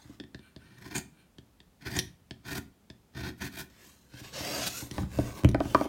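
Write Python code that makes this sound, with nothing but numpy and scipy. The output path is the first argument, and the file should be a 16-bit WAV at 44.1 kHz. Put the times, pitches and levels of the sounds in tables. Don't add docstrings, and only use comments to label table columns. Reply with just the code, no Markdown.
import sys
import numpy as np
from scipy import signal
from scipy.fft import rfft, irfft, next_fast_len
from scipy.io import wavfile
from scipy.ndimage import uniform_filter1d, map_coordinates

SR = 44100
rng = np.random.default_rng(int(sys.argv[2]) if len(sys.argv) > 2 else 0)


def store_pcm(level_fs):
    pcm = np.round(np.clip(level_fs, -1, 1) * 32767).astype(np.int16)
    wavfile.write(sys.argv[1], SR, np.atleast_2d(pcm).T)


N = 259308

# pitch_hz, level_db
AIR_SPECTRUM = [(15, -65), (25, -26), (48, -6), (141, -15), (175, -8), (206, -13), (476, -23), (962, -26.5),
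                (1040, -28.5), (1370, -30), (1480, -31), (1610, -32), (16000, -41.5)]
AIR_DB = -64
# pitch_hz, t60_s
ROOM_DECAY = [(100, 0.67), (300, 0.38), (1000, 0.34), (5000, 0.27), (14000, 0.27)]
# delay_s, gain
NEAR_ECHOES = [(.0019, 0.22), (.0043, -0.039), (.0066, 0.053), (0.0098, 0.18), (0.014, 0.053)]
# pitch_hz, width_hz, share_removed (0-1)
CANCELLED_BANDS = [(54, 3.2, 0.4), (90, 7, 0.2), (145, 19, 0.2), (226, 6.7, 0.9), (458, 65, 0.73),
                   (772, 80, 0.08)]
TOP_HZ = 16300

# start_s, length_s, level_db
BRUSH_STROKES = [(.01, .14, -64), (4.85, 0.014, -51), (4.95, 0.069, -49), (5.155, 0.15, -47),
                 (5.38, 0.0067, -44), (5.655, 0.19, -48)]
# pitch_hz, level_db
SKIN_SPECTRUM = [(100, 7), (280, 13), (420, 7), (600, 2), (900, 0.5), (1500, -3), (3000, -6.5),
                 (6500, -8.5), (10000, -13.5), (16000, -16)]
# pitch_hz, width_hz, level_db
STEEL_MODES = [(4150, 17, 7), (6400, 42, 2)]
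TING_S, TING_DB = 0.018, -52

# time_s, scrape_db, hiss_db
SLIDE_LEVELS = [(3.7, -64, -72.5), (3.72, -67.5, -77), (3.862, -57, -63), (4.08, -76.5, -79),
                (4.14, -57, -70), (4.204, -50.5, -58), (4.22, -58.5, -66), (4.248, -48.5, -61),
                (4.318, -58.5, -66), (4.34, -42, -55.5), (4.4, -39.5, -50), (4.658, -36.5, -45.5),
                (4.676, -30, -35.5), (4.692, -44.5, -48), (4.806, -44.5, -45), (4.878, -70, -63),
                (4.9, -100, -70)]
# pitch_hz, level_db
SCRAPE_SPECTRUM = [(260, -43), (450, -1), (598, -10), (726, -4.5), (993, -11), (1340, -5.5), (2100, -8),
                   (2900, -8), (4100, -8), (6150, -11.5), (16000, -50)]
RUB_SPECTRUM = [(200, -13), (1200, -30), (3000, -11), (6300, 13), (9000, 9), (10300, 2.5), (12000, 9.5),
                (16000, 0)]
RUMBLE_DB, RUMBLE_GROWS = -40.5, 0.69
# start_s, length_s, level_db
HOOT_STROKES = [(4.485, .12, -40.5)]
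# start_s, length_s, level_db
SHUDDER_STROKES = [(5.0, 0.059, -35), (5.17, 0.06, -36.5), (5.66, 0.061, -48)]
# pitch_hz, width_hz, level_db
SHUDDER_RESONANCES = [(69, 9.1, -1), (123, 47, -10), (188.7, 20, -4)]
# pitch_hz, width_hz, level_db
BODY_MODES = [(70, 13, -2.5), (124.5, 16.5, 0.5), (170.7, 53.6, -2), (269, 60, -3), (374.4, 63.4, -8)]

# start_s, thud_db, ring_db, clack_db, clack_pitch_hz
BLOCK_KNOCKS = [(0.053, -45, -55, -84, 800), (0.096, -48, -39, -75, 800), (0.2, -55, -33, -52, 700),
                (4.139, -40, -47.5, -55, 905), (4.213, -41, -45.5, -59, 885), (4.405, -36, -37, -41, 900),
                (4.823, -34.5, -37.5, -43, 900), (4.981, -33, -26.5, -24, 1230),
                (5.011, -39, -34, -61, 1300), (5.031, -40, -39, -38.5, 1260), (5.188, -18.5, -15, -33, 650),
                (5.436, -19, -34, -45, 990), (5.447, -7, -20.5, -22.5, 3030), (5.546, -29, -16, -19, 710),
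                (5.604, -56, -16, -23.5, 767), (5.654, -29.5, -40, -34, 716),
                (5.747, -28, -11.5, -8.5, 1046), (5.811, -36, -18, -20.5, 1010),
                (5.854, -58, -24.5, -35, 880)]
# pitch_hz, width_hz, level_db
TABLE_MODES = [(39, 3.5, -4), (68.3, 7.4, 0.5), (121.4, 16.8, 1), (189, 34, -8.5), (299, 43, -11.5)]
# pitch_hz, level_db, t60_s
BOARD_MODES = [(211, -12.5, 0.056), (278, 4, 0.04), (335, -5.5, 0.067), (368, -0.5, 0.035),
               (610, 7.5, 0.013), (683, -0.5, 0.036)]
# pitch_hz, width_hz, level_db
CLACK_MODES = [(800, 64, 4), (990, 85, -4), (1138, 140, -5), (1300, 230, -5), (1520, 81, -5),
               (1840, 160, -7), (2346, 114, -4.5), (3090, 360, -14.5)]
# pitch_hz, level_db
CRACK_SPECTRUM = [(500, -9), (1500, 6), (2800, 12.5), (3500, 1), (4700, 9.5), (7000, -13), (16000, -40)]
CRACK_DB, CRACK_GROWS = -13.5, 0.75
BUILD_CYCLES = 0.74

# start_s, tick_db, knock_db, tick_pitch_hz
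TIP_TAPS = [(0.1996, -31.5, -44.5, 2590), (0.2375, -43.5, -47, 2840), (0.3459, -33, -39.5, 2590),
            (0.392, -46, -51, 2980), (0.5623, -38.5, -43, 2910), (1.3838, -40, -44, 4050),
            (1.603, -42.5, -57, 3560), (2.309, -29.5, -38, 4570), (2.9008, -36.5, -43.5, 4000)]
# pitch_hz, width_hz, level_db
TIP_MODES = [(650, 43, 5), (964, 87, -4.5), (1777, 110, 2), (3530, 400, -4.5), (4470, 250, -7),
             (5150, 940, -13), (9200, 640, -24.5)]
# start_s, snap_db, knock_db, snap_pitch_hz
CHIP_SNAPS = [(0.967, -31, -41, 7000), (1.989, -13, -22, 4840), (1.9955, -18, -31, 4800),
              (4.912, -28, -27.5, 5100), (5.445, -37.5, -19, 7000), (5.489, -31, -17, 9000),
              (5.514, -36.5, -27, 9000)]
# pitch_hz, width_hz, level_db
CHIP_MODES = [(1830, 130, 4.5), (3600, 1100, -1), (5800, 600, 2), (9330, 540, -1.5), (13000, 5100, -14.5)]

# start_s, length_s, tearing_db,
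# swell_db (over the push), hiss_db (fibre hiss relative to the tearing)
GOUGE_PUSHES = [(0.61, 0.149, -67, -1, -22), (0.783, 0.008, -56, -7, -8.5), (0.818, .008, -50.5, -1, -8.5),
                (.847, 0.038, -50.5, -3.5, -8.5), (0.909, 0.021, -48.5, 4, -9.5),
                (0.954, .04, -38.5, -8, -4.5), (1.821, 0.056, -54.5, -3, -10),
                (1.861, 0.025, -40.5, -2, -11), (1.902, 0.056, -43, 2, -6), (1.956, 0.03, -37, -4, -8),
                (2.45, .014, -49, 5, -8.5), (2.469, 0.11, -41.5, 4.5, -4.5), (3.147, 0.016, -50.5, 4, -19),
                (3.169, 0.047, -44.5, -5.5, -11), (3.235, 0.059, -42.5, -0.5, -11.5),
                (3.38, 0.075, -71.5, -9, 7), (3.413, 0.058, -41.5, -1.5, -5.5),
                (3.525, 0.035, -49.5, 1, -3), (3.566, 0.044, -43, 7, -1)]
PUSH_ATTACK_S, PUSH_RELEASE_S = 0.05, 0.076
HISS_SWELL_DB = 4
JUDDER_DB, JUDDER_LAG_S, JUDDER_RELEASE_S = 0.5, 0.0035, 0.14
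JUDDER_TRADE = 0.37
# pitch_hz, width_hz, level_db
WOOD_MODES = [(669, 62, -2.5), (985, 153, -5), (1455, 108, 0.5), (1833, 67, 5.5), (2395, 120, -1),
              (3370, 430, -7.5), (4600, 1200, -10), (6670, 480, -16.5)]
# pitch_hz, level_db
FIBRE_SPECTRUM = [(300, -45), (1500, 0), (5000, -0.5), (9000, 0.5), (10400, -3.5), (12000, 1.5),
                  (16000, -3)]
# start_s, length_s, level_db
SQUEAK_STROKES = [(.953, 0.028, -38), (1.962, 0.011, -40)]
# pitch_hz, width_hz, level_db
EDGE_MODES = [(6760, 370, 4), (8900, 970, -4.5)]
# start_s, length_s, level_db
CREAK_STROKES = [(.443, 0.031, -64), (.62, 0.15, -66.5), (1.198, 0.0094, -65)]
# pitch_hz, width_hz, level_db
SHANK_MODES = [(1500, 250, -1), (2345, 31, 8), (2720, 630, -6.5), (4300, 250, -7.5), (8800, 500, -12)]


def amp(db):
    return 10 ** (np.asarray(db) / 20)


def unit(x):
    return x / np.sqrt(np.mean(x ** 2) + 1e-20)


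def peaked(x):
    return x / np.abs(x).max()


def noise():
    return rng.standard_normal(N)


def impulse(t):
    return 1.0 * (t == 0)


def along(points, hz):
    f, v = np.transpose(points)
    return np.interp(np.log(hz + 1), np.log(f + 1), v)


def gains(rows):
    s, *columns = np.transpose(rows)
    t = np.arange(N) / SR
    return [amp(np.interp(t, s, column, left=-120, right=-120)) for column in columns]


def wobble(rate):
    knots = rng.standard_normal(int(N * rate / SR) + 4)
    return map_coordinates(knots, [np.arange(N) * rate / SR])


def filtered(x, response):
    m = next_fast_len(len(x) + SR // 4)
    return irfft(rfft(x, m) * response(np.fft.rfftfreq(m, 1 / SR)), m)[:len(x)]


def coloured(x, points):
    return unit(filtered(x, lambda hz: amp(along(points, hz))))


def resonance(f, centre, width):
    return 1j * f * width / (centre * centre - f * f + 1j * f * width)


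def resonate(x, modes):
    def bank(f):
        return sum((-1) ** k * amp(db) * resonance(f, centre, width)
                   for k, (centre, width, db) in enumerate(modes))
    return unit(filtered(x, bank))


def grains(rate, spread_db):
    present = rng.random(N) < rate / SR
    sign = rng.choice([-1, 1], N)
    return unit(present * sign * amp(spread_db * np.clip(noise(), -2, 2)))


def contact(t, t60, grit):
    return impulse(t) + grit * rng.standard_normal(len(t)) * amp(-60 * t / t60)


def add(track, s, sound):
    part = track[round(s * SR):][:len(sound)]
    part += sound[:len(part)]


def streaked(x, depth_db, glide=0):
    hz, t, z = signal.stft(x, SR, nperseg=1024)
    field = uniform_filter1d(rng.standard_normal(z.shape), size=4, axis=0)
    field = uniform_filter1d(field, size=12, axis=1)
    row, frame = np.indices(z.shape)
    moved_row = (row - glide * t / hz[1]) % (len(hz) - 1)
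    field = map_coordinates(field, [moved_row, frame], order=1)
    return unit(signal.istft(z * amp(depth_db * unit(field)), nperseg=1024)[1][:N])


def stroke(s, length, attack_s, release_s, swell_db=0):
    t = np.arange(N) / SR - s
    outside = np.maximum(-t, 0) / attack_s + np.maximum(t - length, 0) / release_s
    swell = swell_db * (np.clip(t / length, 0, 1) - 0.5)
    return amp(swell - 60 * np.minimum(outside, 2))


def strokes(rows, attack_s, release_s):
    return np.max([amp(db) * stroke(s, length, attack_s, release_s) for s, length, db in rows], axis=0)


def air():
    return amp(AIR_DB) * coloured(noise(), AIR_SPECTRUM)


def room(x):
    hz, t, z = signal.stft(rng.standard_normal(SR // 2), SR, nperseg=256)
    decay = amp(-60 * t / along(ROOM_DECAY, hz)[:, None])
    tail = signal.istft(z * decay, SR, nperseg=256)[1]
    response = np.r_[np.zeros(SR // 200), amp(-12) * tail / np.linalg.norm(tail)]
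    for delay, gain in NEAR_ECHOES:
        response[round(delay * SR)] += gain
    return signal.fftconvolve(x, response)[:N]


def hollowed(x):
    def cancellation(f):
        return np.prod([1 - np.clip(share, 0, 1) * resonance(f, centre, width)
                        for centre, width, share in CANCELLED_BANDS], axis=0)
    return filtered(x, cancellation)


def brushing():
    touch = strokes(BRUSH_STROKES, attack_s=0.3, release_s=0.2)
    rubbing = grains(rate=5200, spread_db=4.5) * amp(0.7 * wobble(77))
    return amp(3.5) * touch * streaked(coloured(rubbing, SKIN_SPECTRUM), depth_db=3.5)


def ting():
    touch = 1.0 * (np.arange(N) == round(TING_S * SR))
    return amp(TING_DB) * peaked(resonate(touch, STEEL_MODES))


def sliding():
    scrape, hiss = gains(SLIDE_LEVELS)
    effort = scrape / scrape.max()
    catches = unit(amp(1.2 * wobble(120)))
    gritty = coloured(grains(rate=16000, spread_db=3) * catches, SCRAPE_SPECTRUM)
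    grit = scrape * streaked(gritty, depth_db=4, glide=1200)
    rubbing = coloured(noise() * catches, RUB_SPECTRUM)
    rub = amp(3.0) * hiss * streaked(rubbing, depth_db=4.0, glide=1300)
    rumble = amp(RUMBLE_DB) * effort ** RUMBLE_GROWS * resonate(noise(), BODY_MODES)
    gap_modes = [(270, 45, -0.5), (620, 104, -1.5), (1320, 28, -9)]  # pitch_hz, width_hz, level_db
    hoot = strokes(HOOT_STROKES, attack_s=0.38, release_s=0.42) * resonate(noise() * catches, gap_modes)
    shaking = strokes(SHUDDER_STROKES, attack_s=0.13, release_s=0.12)
    shudder = shaking * resonate(noise(), SHUDDER_RESONANCES)
    return grit + rub + rumble + hoot + shudder


def ringing(t, modes, contact_hz):
    total = 0
    for k, (hz, db, t60) in enumerate(modes):
        decay = amp(db + rng.standard_normal() - 60 * t / t60)
        softness = 1 / (1 + (hz / contact_hz) ** 4)
        build_up = 1 - np.exp(-hz * t / BUILD_CYCLES)
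        total = total + (-1) ** k * decay * softness * build_up * np.sin(2 * np.pi * hz * t)
    return peaked(total)


def knocking():
    out, t = np.zeros(N), np.arange(SR // 2) / SR
    for s, thud_db, ring_db, clack_db, clack_hz in BLOCK_KNOCKS:
        contact_hz = 1100 * amp(0.95 * (ring_db + 20.5))
        thud = amp(thud_db) * peaked(resonate(impulse(t), TABLE_MODES))
        board = amp(ring_db + 0.5) * ringing(t, BOARD_MODES, contact_hz)
        blow = resonate(contact(t, t60=0.018, grit=0.12), [(clack_hz, clack_hz * 0.33, 0)])
        clack = amp(clack_db) * peaked(resonate(blow, CLACK_MODES))
        crunch = peaked(coloured(contact(t, t60=0.0046, grit=0.53), CRACK_SPECTRUM))
        crack = amp(CRACK_DB + CRACK_GROWS * clack_db) * crunch
        add(out, s, thud + board + clack + crack)
    return out


def clicks(events, modes, click_db, knock_db, crunch_t60, grit):
    out, t = np.zeros(N), np.arange(SR // 4) / SR
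    knock = peaked(resonate(impulse(t), BODY_MODES))
    for s, db, low_db, hz in events:
        blow = resonate(contact(t, crunch_t60, grit), [(hz, 2 * hz, 0)])
        click = amp(db + click_db) * peaked(resonate(blow, modes))
        add(out, s, click + amp(low_db + knock_db) * knock)
    return out


def tapping():
    return clicks(TIP_TAPS, TIP_MODES, click_db=0.0, knock_db=5.5, crunch_t60=0.013, grit=0.67)


def snapping():
    return clicks(CHIP_SNAPS, CHIP_MODES, click_db=-2, knock_db=-2.5, crunch_t60=0.018, grit=0.33)


def pushing():
    pushes = []
    for s, length, db, swell_db, hiss_db in GOUGE_PUSHES:
        tear = amp(db) * stroke(s, length, PUSH_ATTACK_S, PUSH_RELEASE_S, swell_db)
        judder_db = db + JUDDER_DB - JUDDER_TRADE * hiss_db
        judder = amp(judder_db) * stroke(s + JUDDER_LAG_S, length, PUSH_ATTACK_S, JUDDER_RELEASE_S, swell_db)
        hiss_swell_db = swell_db + HISS_SWELL_DB
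        hiss = amp(db + hiss_db) * stroke(s, length, PUSH_ATTACK_S, PUSH_RELEASE_S, hiss_swell_db)
        pushes.append([tear, judder, hiss])
    return np.max(pushes, axis=0)


def cutting():
    tear, judder, hiss = pushing()
    slips = unit(amp(2.6 * wobble(220)))
    breaks = grains(rate=3000, spread_db=2) * slips
    wood = tear * streaked(resonate(breaks, WOOD_MODES), depth_db=2.5, glide=301)
    body = judder * resonate(breaks, BODY_MODES)
    fine_breaks = grains(rate=17000, spread_db=7.5) * slips
    fizz = amp(-1.5) * hiss * coloured(fine_breaks, FIBRE_SPECTRUM)
    skids = grains(rate=6500, spread_db=16) * slips
    squeak = strokes(SQUEAK_STROKES, attack_s=0.035, release_s=0.035) * resonate(skids, EDGE_MODES)
    creak = strokes(CREAK_STROKES, attack_s=0.33, release_s=0.29) * resonate(noise(), SHANK_MODES)
    return wood + body + fizz + squeak + creak


def scene():
    handling = brushing() + ting() + sliding() + knocking()
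    carving = tapping() + snapping() + cutting()
    work = handling + carving
    return (hollowed(work + room(work)) + air())[None]


def record(dry):
    def band_limit(hz):
        return (hz < TOP_HZ) * (1j * hz / (1j * hz + 22)) ** 2
    return np.array([filtered(x, band_limit) for x in dry])


dry = scene()
out = record(dry)
store_pcm(out)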